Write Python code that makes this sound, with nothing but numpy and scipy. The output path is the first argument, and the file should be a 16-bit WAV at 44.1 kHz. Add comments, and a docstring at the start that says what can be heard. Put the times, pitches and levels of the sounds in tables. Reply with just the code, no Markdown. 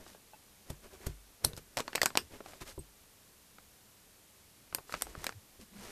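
"""Faint rubbing and ticking: hands turn a stiff plastic pouch of dry treats, close by in a quiet room.
Scissors shear off its top and clack shut. The zip seal is pulled open with sharp snaps of buckling
film, a treat is taken out, the seal is pinched shut, and a dish slides over the table.
Soft noise swells with each rub, and as the room's wash after the clack and the loud snaps. Dragging
makes the table hum; impacts ring damped modes: dull bumps, fingernail taps, tinks of small metal charms."""
import sys
import numpy as np
from scipy import signal
from scipy.fft import rfft, irfft, next_fast_len
from scipy.io import wavfile

SR = 44100
rng = np.random.default_rng(int(sys.argv[2]) if len(sys.argv) > 2 else 0)


def unload_audio(sound):
    """Save the sound as a 16-bit wav file, at the path given as the first command line argument."""
    columns = np.transpose(np.atleast_2d(sound))
    # keep every value between -1 and 1, then stretch to whole-number steps
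    steps = np.round(np.clip(columns, -1, 1) * 32767)
    wavfile.write(sys.argv[1], SR, steps.astype(np.int16))


N = 260631

# the blades cut the film and jolt the pouch: (time [s], cut level [dB], jolt level [dB])
SNIPS = [(0.7027, -39, -34.5), (1.068, -34.5, -27.5), (1.4468, -25.5, -29), (1.577, -41.5, -46)]


def amp(db):
    """Decibels to amplitude ratio."""
    return 10 ** (np.asarray(db) / 20)


def unit(x):
    """Normalise to rms 1."""
    return x / np.sqrt(np.mean(x ** 2) + 1e-20)


def along(points, hz):
    """Interpolate (frequency [Hz], value) points on a logarithmic frequency axis."""
    f, v = np.transpose(points)
    return np.interp(np.log(hz + 1), np.log(f + 1), v)


def filtered(x, response):
    """Linear filtering: multiply the spectrum of x by a frequency response."""
    size = next_fast_len(len(x) + 8192)
    return irfft(rfft(x, size) * response(np.fft.rfftfreq(size, 1 / SR)), size)[:len(x)]


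def coloured(x, points):
    """Spectral shaping by (frequency [Hz], gain [dB]) points, normalised to rms 1."""
    return unit(filtered(x, lambda hz: amp(along(points, hz))))


def minimum_phase(gain):
    """Causality: a response with this gain in which nothing sounds before the blow."""
    cepstrum = irfft(np.log(np.maximum(gain, 1e-6)))
    half = len(cepstrum) // 2
    cepstrum[1:half] *= 2
    cepstrum[half + 1:] = 0
    return np.exp(rfft(cepstrum))


def resonance(hz, centre, width):
    """Frequency response of a damped oscillator, with peak gain 1."""
    return 1j * hz * width / (centre ** 2 - hz ** 2 + 1j * hz * width)


def ring(modes, scatter_db, attack_s):
    """Free vibration: exponentially decaying modes, excited to new strengths by each blow."""
    t = np.arange(SR // 2) / SR
    tones = sum(amp(db + scatter_db * rng.normal() - 60 * t / t60) * np.sin(2 * np.pi * hz * t)
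                for hz, db, t60 in modes)
    return tones * (1 - np.exp(-t / attack_s))


def add(track, s, sound):
    """Superpose a sound on the track at time s."""
    part = track[max(0, round(s * SR)):][:len(sound)]
    part += sound[:len(part)]


def crackle(per_second, smooth):
    """Shot noise: randomly timed micro-clicks of uneven size over a share of smooth noise."""
    clicks = (rng.random(N) < per_second / SR) * rng.standard_normal(N)
    return unit(unit(clicks) + smooth * rng.standard_normal(N))


def swell(peak_s, length_s, rise_share=0.41):
    """Triangular amplitude envelope: it builds to 1 at the peak, then fades."""
    start_s = peak_s - length_s * rise_share
    return np.interp(np.arange(N) / SR, [start_s, peak_s, start_s + length_s], [0, 1, 0])


def room_tone(level_db=-61.5):
    """Stationary noise: the room's low rumble and the microphone's hiss."""
    # noise floor: (frequency [Hz], relative spectral density [dB])
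    spectrum = [(15, -31), (25, 3), (33, -10), (76, -3.5), (164, -8.5), (208, -4.5), (244, -11.5),
                (293, -8.5), (353, -12.5), (382, -9.5), (824, -14.5), (1020, -15), (1470, -16.5),
                (14000, -17.5)]
    return amp(level_db) * coloured(rng.standard_normal(N), spectrum + [(15000, -120)])


def soft_swells():
    """Modulated noise: rubbing strokes, and the room's wash after the scissor clack and the loud snaps."""
    # swells of soft noise: (peak time [s], length [s], level [dB], brightness [dB])
    swells = [(0.01, 0.07, -63, -2.5), (0.091, .16, -64, 4), (0.699, 0.14, -65, -1),
              (0.848, 0.082, -61.5, -1.5), (0.934, 0.085, -60.5, -2), (1.048, 0.19, -59.5, -0.5),
              (1.468, 0.17, -61.5, -7), (1.582, 0.038, -58, 0.5), (1.788, 0.054, -48, 4),
              (1.95, 0.73, -65, -1), (2.342, 0.12, -58.5, -1), (2.5, 0.21, -60.5, 1.5),
              (2.619, .04, -50, 2.5), (2.685, 0.093, -55, 5), (4.936, 0.18, -57, 5),
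              (5.092, 0.23, -62, 0.5), (5.235, 0.18, -56.5, 1.5), (5.615, 0.053, -63, 5.5),
              (5.849, .325, -55.5, 1)]
    # low, middle and high noise bands: (frequency [Hz], relative spectral density [dB])
    body = [(50, -0.5), (120, -6.5), (200, -5), (400, -2), (600, -5), (1000, -19.5), (3000, -67)]
    rustle = [(250, -50), (600, -6.5), (1000, 0.5), (2000, -1), (2900, -5.5), (5000, -24)]
    hiss = [(1300, -23), (2900, -0.5), (5000, 1), (8000, -1.5), (14000, -7.5)]
    out = np.zeros(N)
    # a bright swell trades body for hiss
    for band, band_db, lean in [(body, 4, -1), (rustle, 1, 0), (hiss, 1, 1)]:
        envelope = sum(amp(db + lean * bright) * swell(peak, length)
                       for peak, length, db, bright in swells)
        out += amp(band_db) * envelope * coloured(crackle(per_second=900, smooth=0.9), band)
    return out


def panel_spectrum(hz, pitch_hz, slackness, hump_db=5.5, hump_octaves=0.61, taut_hz=20300, limp_hz=1980):
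    """A film panel radiates most near its pitch, and less treble the slacker it is; gain in dB."""
    hump = hump_db * np.exp(-(np.log2(hz / pitch_hz) / hump_octaves) ** 2)
    tilt = slackness * 3.5 * np.log2(hz / 1600)  # 3.5 dB per octave in fully limp film
    corner_hz = taut_hz * (limp_hz / taut_hz) ** slackness
    return hump - tilt - 10 * np.log10(1 + (hz / corner_hz) ** 4)


def film_snaps(jump=2.4, run_s=0.0013, soft_s=0.00076, flap_s=0.0031, flap_hz=2200, panel_q=5):
    """Snap-through buckling: a crease flips in a jump and a run of small ones; its panel flaps and rings."""
    # the film buckles or is tapped: (time [s], level [dB], panel pitch [Hz], slackness [0 taut, 1 limp])
    snaps = [(0.064, -22.5, 950, 1), (0.1477, -24, 556, 1), (1.533, -22, 3660, 0.43),
             (1.566, -26, 5100, .05), (1.771, -2.5, 560, 0.34), (1.777, -4.5, 800, .5),
             (1.7866, -7.5, 610, 0.51), (1.796, -7.5, 1120, 0.89), (1.8038, -3.5, 472, 0.48),
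             (1.8789, -8, 1090, 0.61), (1.9305, -13, 2000, .7), (1.9518, -2.5, 520, 0.54),
             (1.9563, -2, 2710, 0.2), (1.9789, -7, 1730, .85), (2.0165, 4.5, 1910, 0.38),
             (2.0311, 1.5, 610, 0.34), (2.036, -14, 4400, .1), (2.0587, 3, 1700, 0.15),
             (2.0638, -5, 900, 0.51), (2.104, -15.5, 1000, 0.67), (2.1536, -3, 600, 0.62),
             (2.1733, 7, 2580, 0.32), (2.405, -14.5, 500, 1), (2.46, -17.5, 800, 0.72),
             (2.5337, -19.5, 1010, 0.9), (3.584, -23.5, 1300, 0.8), (4.726, -17, 1360, .8),
             (4.7483, -4.5, 12100, 0.11), (4.7837, -13, 990, 0.85), (4.8938, -18, 1470, 1),
             (4.9241, -13.5, 1330, 0.37), (4.94, -2.5, 1650, 0.71), (4.948, -14.5, 2330, 0.65),
             (5.0115, -19.5, 1640, 0.28), (5.0212, -4.5, 9800, 0.13), (5.0681, -17.5, 585, .9),
             (5.1511, -15, 1250, .9), (5.2428, -9.5, 1330, 0.23), (5.2668, -3.5, 1970, 0.35),
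             (5.292, -10, 1390, 0.55), (5.3238, -21.5, 1905, .65)]
    # bands over which a snap's spectrum is balanced: (edge frequency [Hz])
    edges = [300, 900, 2800, 7000, 14000]
    # colour of the film, common to all snaps: (frequency [Hz], gain [dB])
    film = [(400, 4), (1100, 1), (1900, 1.5), (3300, -1.5), (4700, 3), (6200, -0.5), (8500, 3.5),
            (10000, -2.5), (13000, 3.5)]
    size, bass_hz, muffle_hz = 4096, 340, 10500
    t, hz = np.arange(size) / SR, np.fft.rfftfreq(size, 1 / SR)
    centres = np.sqrt(np.multiply(edges[:-1], edges[1:]))
    # a small panel moves little air in the bass
    radiation = (hz ** 2 + (bass_hz / 3) ** 2) / (hz ** 2 + bass_hz ** 2)
    out = np.zeros(N)
    for s, db, pitch_hz, slackness in snaps:
        softness = slackness ** 2  # slack film gives way gradually, without a jump
        run = rng.standard_normal(size) * np.exp(-(t / (run_s + softness * soft_s)) ** 0.97)
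        run[1] += (1 - softness) * jump * rng.choice([-1, 1])
        flap = 0.48 * rng.standard_normal(size) * np.exp(-t / flap_s)
        onset = 1 - np.exp(-t / (softness * soft_s + 0.1 / SR))
        spectrum = rfft(onset * run) + rfft(onset * flap) / (1 + 1j * hz / flap_hz) ** 2
        spectrum *= 1 + 0.61 * resonance(hz, pitch_hz, pitch_hz / panel_q)
        # level the bands, so that panel size and slackness set the balance from low to high
        power = [np.mean(np.abs(spectrum[(hz > lo) & (hz < hi)]) ** 2) for lo, hi in zip(edges, edges[1:])]
        burst_db = along(np.c_[centres, 10 * np.log10(power)], hz)
        panel_db = panel_spectrum(np.maximum(hz, centres[0]), pitch_hz, slackness)
        colour = amp(db + panel_db - burst_db + along(film, hz))
        muffle = 1 / (1 + softness * (hz / muffle_hz) ** 4)
        add(out, s, irfft(spectrum * minimum_phase(colour * radiation * muffle)))
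    return out


def nail_taps():
    """Impact excitation: a fingernail sets the modes of something hollow ringing briefly."""
    # fingernail blows: (time [s], level [dB])
    taps = [(.334, -45.5), (.342, -48)]
    # modes of the hollow body: (frequency [Hz], level [dB], T60 [s])
    hollow = [(710, -1, 0.019), (817, 3.5, 0.026), (1490, -10.5, 0.033), (2660, -11, .06)]
    out = np.zeros(N)
    for s, db in taps:
        add(out, s, amp(db) * ring(hollow, scatter_db=2, attack_s=0.001))
    return out


def scissors(rise_s=0.0024, fall_s=0.0049, clack_s=0.0011, shiver_db=-25, shiver_s=0.0041):
    """Shear fracture makes each snip a noise burst; once, steel strikes steel and the blades resonate."""
    # tearing film: (frequency [Hz], relative spectral density [dB])
    shear = [(150, 8.5), (400, 8), (1200, 1.5), (2500, -2), (4500, -0.5), (7000, -1), (11000, -1.5),
             (14000, -3)]
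    # the blades meet: (time [s], level [dB])
    clack = (1.4482, -12)
    # blade resonances: (frequency [Hz], bandwidth [Hz], gain [dB])
    blades = [(1090, 300, -6), (4300, 490, -1), (5650, 840, -3), (7000, 970, -12), (8750, 490, 3),
              (10850, 1100, 3), (13100, 2600, -3.5)]
    t = np.arange(N) / SR
    shut_s, shut_db = clack
    age = np.maximum(t - shut_s, 0)
    decay = np.exp(-age / clack_s) + amp(shiver_db) * np.exp(-age / shiver_s)
    contact = (t >= shut_s) * decay * rng.standard_normal(N)
    steel = filtered(contact, lambda hz: sum((-1) ** k * amp(db) * resonance(hz, centre, width)
                                             for k, (centre, width, db) in enumerate(blades)))
    bite = sum(amp(db) * np.exp(-np.maximum((s - t) / rise_s, (t - s) / fall_s)) for s, db, _ in SNIPS)
    tearing = bite * coloured(crackle(per_second=6200, smooth=1.0), shear)
    return tearing + amp(shut_db + 6) * steel


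def bumps(jolt_knock_db=-6.5, rebound_s=0.01532, rebound_db=-9):
    """Modal response of pouch and table: each bump or scissor jolt starts a slow sway and a dull knock."""
    # soft blows of hands and pouch: (time [s], push level [dB], knock level [dB])
    blows = [(1.535, -44.5, -54), (2.617, -44.5, -40.5), (2.778, -39.5, -33.5), (2.793, -38.5, -48),
             (4.726, -50, -46), (4.786, -55, -46), (5.177, -40.5, -66), (5.227, -51, -60),
             (5.593, -51, -48.5)]
    # low and middle modes of pouch and table: (frequency [Hz], level [dB], T60 [s])
    sway = [(49, -15.5, 0.54), (82.5, 0.5, 0.07), (106.3, -8, 0.11), (146.3, -7.5, 0.15)]
    knock = [(237, -6.5, 0.047), (326, -11.5, 0.11), (373.4, -2, 0.065), (508, -5, 0.031),
             (752, -19, 0.057), (973, -7.5, 0.026)]
    # the pouch springs back once after each jolt
    jolts = [(s + delay, db + loss, db + loss + jolt_knock_db)
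             for s, _, db in SNIPS for delay, loss in [(0, 0), (rebound_s, rebound_db)]]
    out = np.zeros(N)
    for s, push_db, knock_db in jolts + blows:
        add(out, s, amp(push_db) * ring(sway, scatter_db=1, attack_s=0.001))
        add(out, s, amp(knock_db) * ring(knock, scatter_db=2.5, attack_s=0.0015))
    return out


def table_hum(q=3):
    """Stick-slip friction: the dragged pouch or dish drives one low resonance of the table."""
    # drags over the table: (peak time [s], length [s], pitch [Hz], level [dB])
    drags = [(2.204, 0.21, 80.5, -56), (5.067, 0.18, 53, -53.5), (5.352, 0.093, 97, -54),
             (5.613, 0.069, 213, -53), (5.77, 0.16, 201, -53)]
    out = np.zeros(N)
    for peak, length, pitch, db in drags:
        hum = filtered(rng.standard_normal(N), lambda hz: resonance(hz, pitch, pitch / q) ** 2)
        out += amp(db) * swell(peak, length) * unit(hum)
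    return out


def charm_tinks():
    """Free vibration of small metal charms on the fingernails: high, quickly damped modes."""
    # a charm is struck: (time [s], level [dB])
    tinks = [(2.617, -58), (2.79, -42.5), (4.749, -49)]
    # modes of the charm: (frequency [Hz], level [dB], T60 [s])
    charm = [(8120, -2, 0.039), (8500, 2, 0.037), (8400, -16, 0.053), (9100, -10, 0.045), (12700, -14, .06)]
    out = np.zeros(N)
    for s, db in tinks:
        add(out, s, amp(db) * ring(charm, scatter_db=2, attack_s=0.001))
    return out


def reverberation(x, delay_s=0.0025, moves=24):
    """Diffuse decay in a small furnished room; noise tails crossfade as the hands move about."""
    # reverberation time: (frequency [Hz], T60 [s])
    decay_times = [(150, 0.26), (600, 0.08), (2500, 0.11), (8000, 0.13), (14000, 0.15)]
    # strength of the reflected sound: (frequency [Hz], gain [dB])
    reflected = [(100, 2), (300, -9), (1000, -10), (3000, -13), (8000, -10), (14000, -14)]
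    out, position = np.zeros(N), np.arange(N) / N * moves
    for k in range(moves + 1):
        hz, age, noise = signal.stft(rng.standard_normal(SR // 3), SR, nperseg=256)
        t60 = along(decay_times, hz)[:, None]
        decay = amp(-60 * age / t60) * np.sqrt(2 * np.log(1000) / (t60 * SR))  # equal energy at any T60
        tail = signal.istft(noise * decay * amp(along(reflected, hz))[:, None], SR, nperseg=256)[1]
        near = np.flatnonzero(np.abs(position - k) < 1)
        crossfade = 1 - np.abs(position[near] - k)
        add(out, near[0] / SR + delay_s, signal.fftconvolve(x[near] * crossfade, tail))
    return out


def scene():
    """Superposition of direct sound, reverberation and steady room tone, in one channel."""
    small_sounds = soft_swells() + charm_tinks() + nail_taps()
    # film and blades are directional, so the walls receive other clicks than the microphone
    reverb = amp(1.0) * reverberation(film_snaps() + scissors() + small_sounds)
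    floor = room_tone()
    direct = film_snaps() + scissors() + small_sounds + bumps() + table_hum()
    return (direct + reverb + floor)[None]


def record(dry, top_hz=14220):
    """Band limiting: a steep low-pass removes the highest treble."""
    return np.array([filtered(x, lambda hz: 1 / np.sqrt(1 + (hz / top_hz) ** 400)) for x in dry])


dry = scene()
out = record(dry)
unload_audio(out)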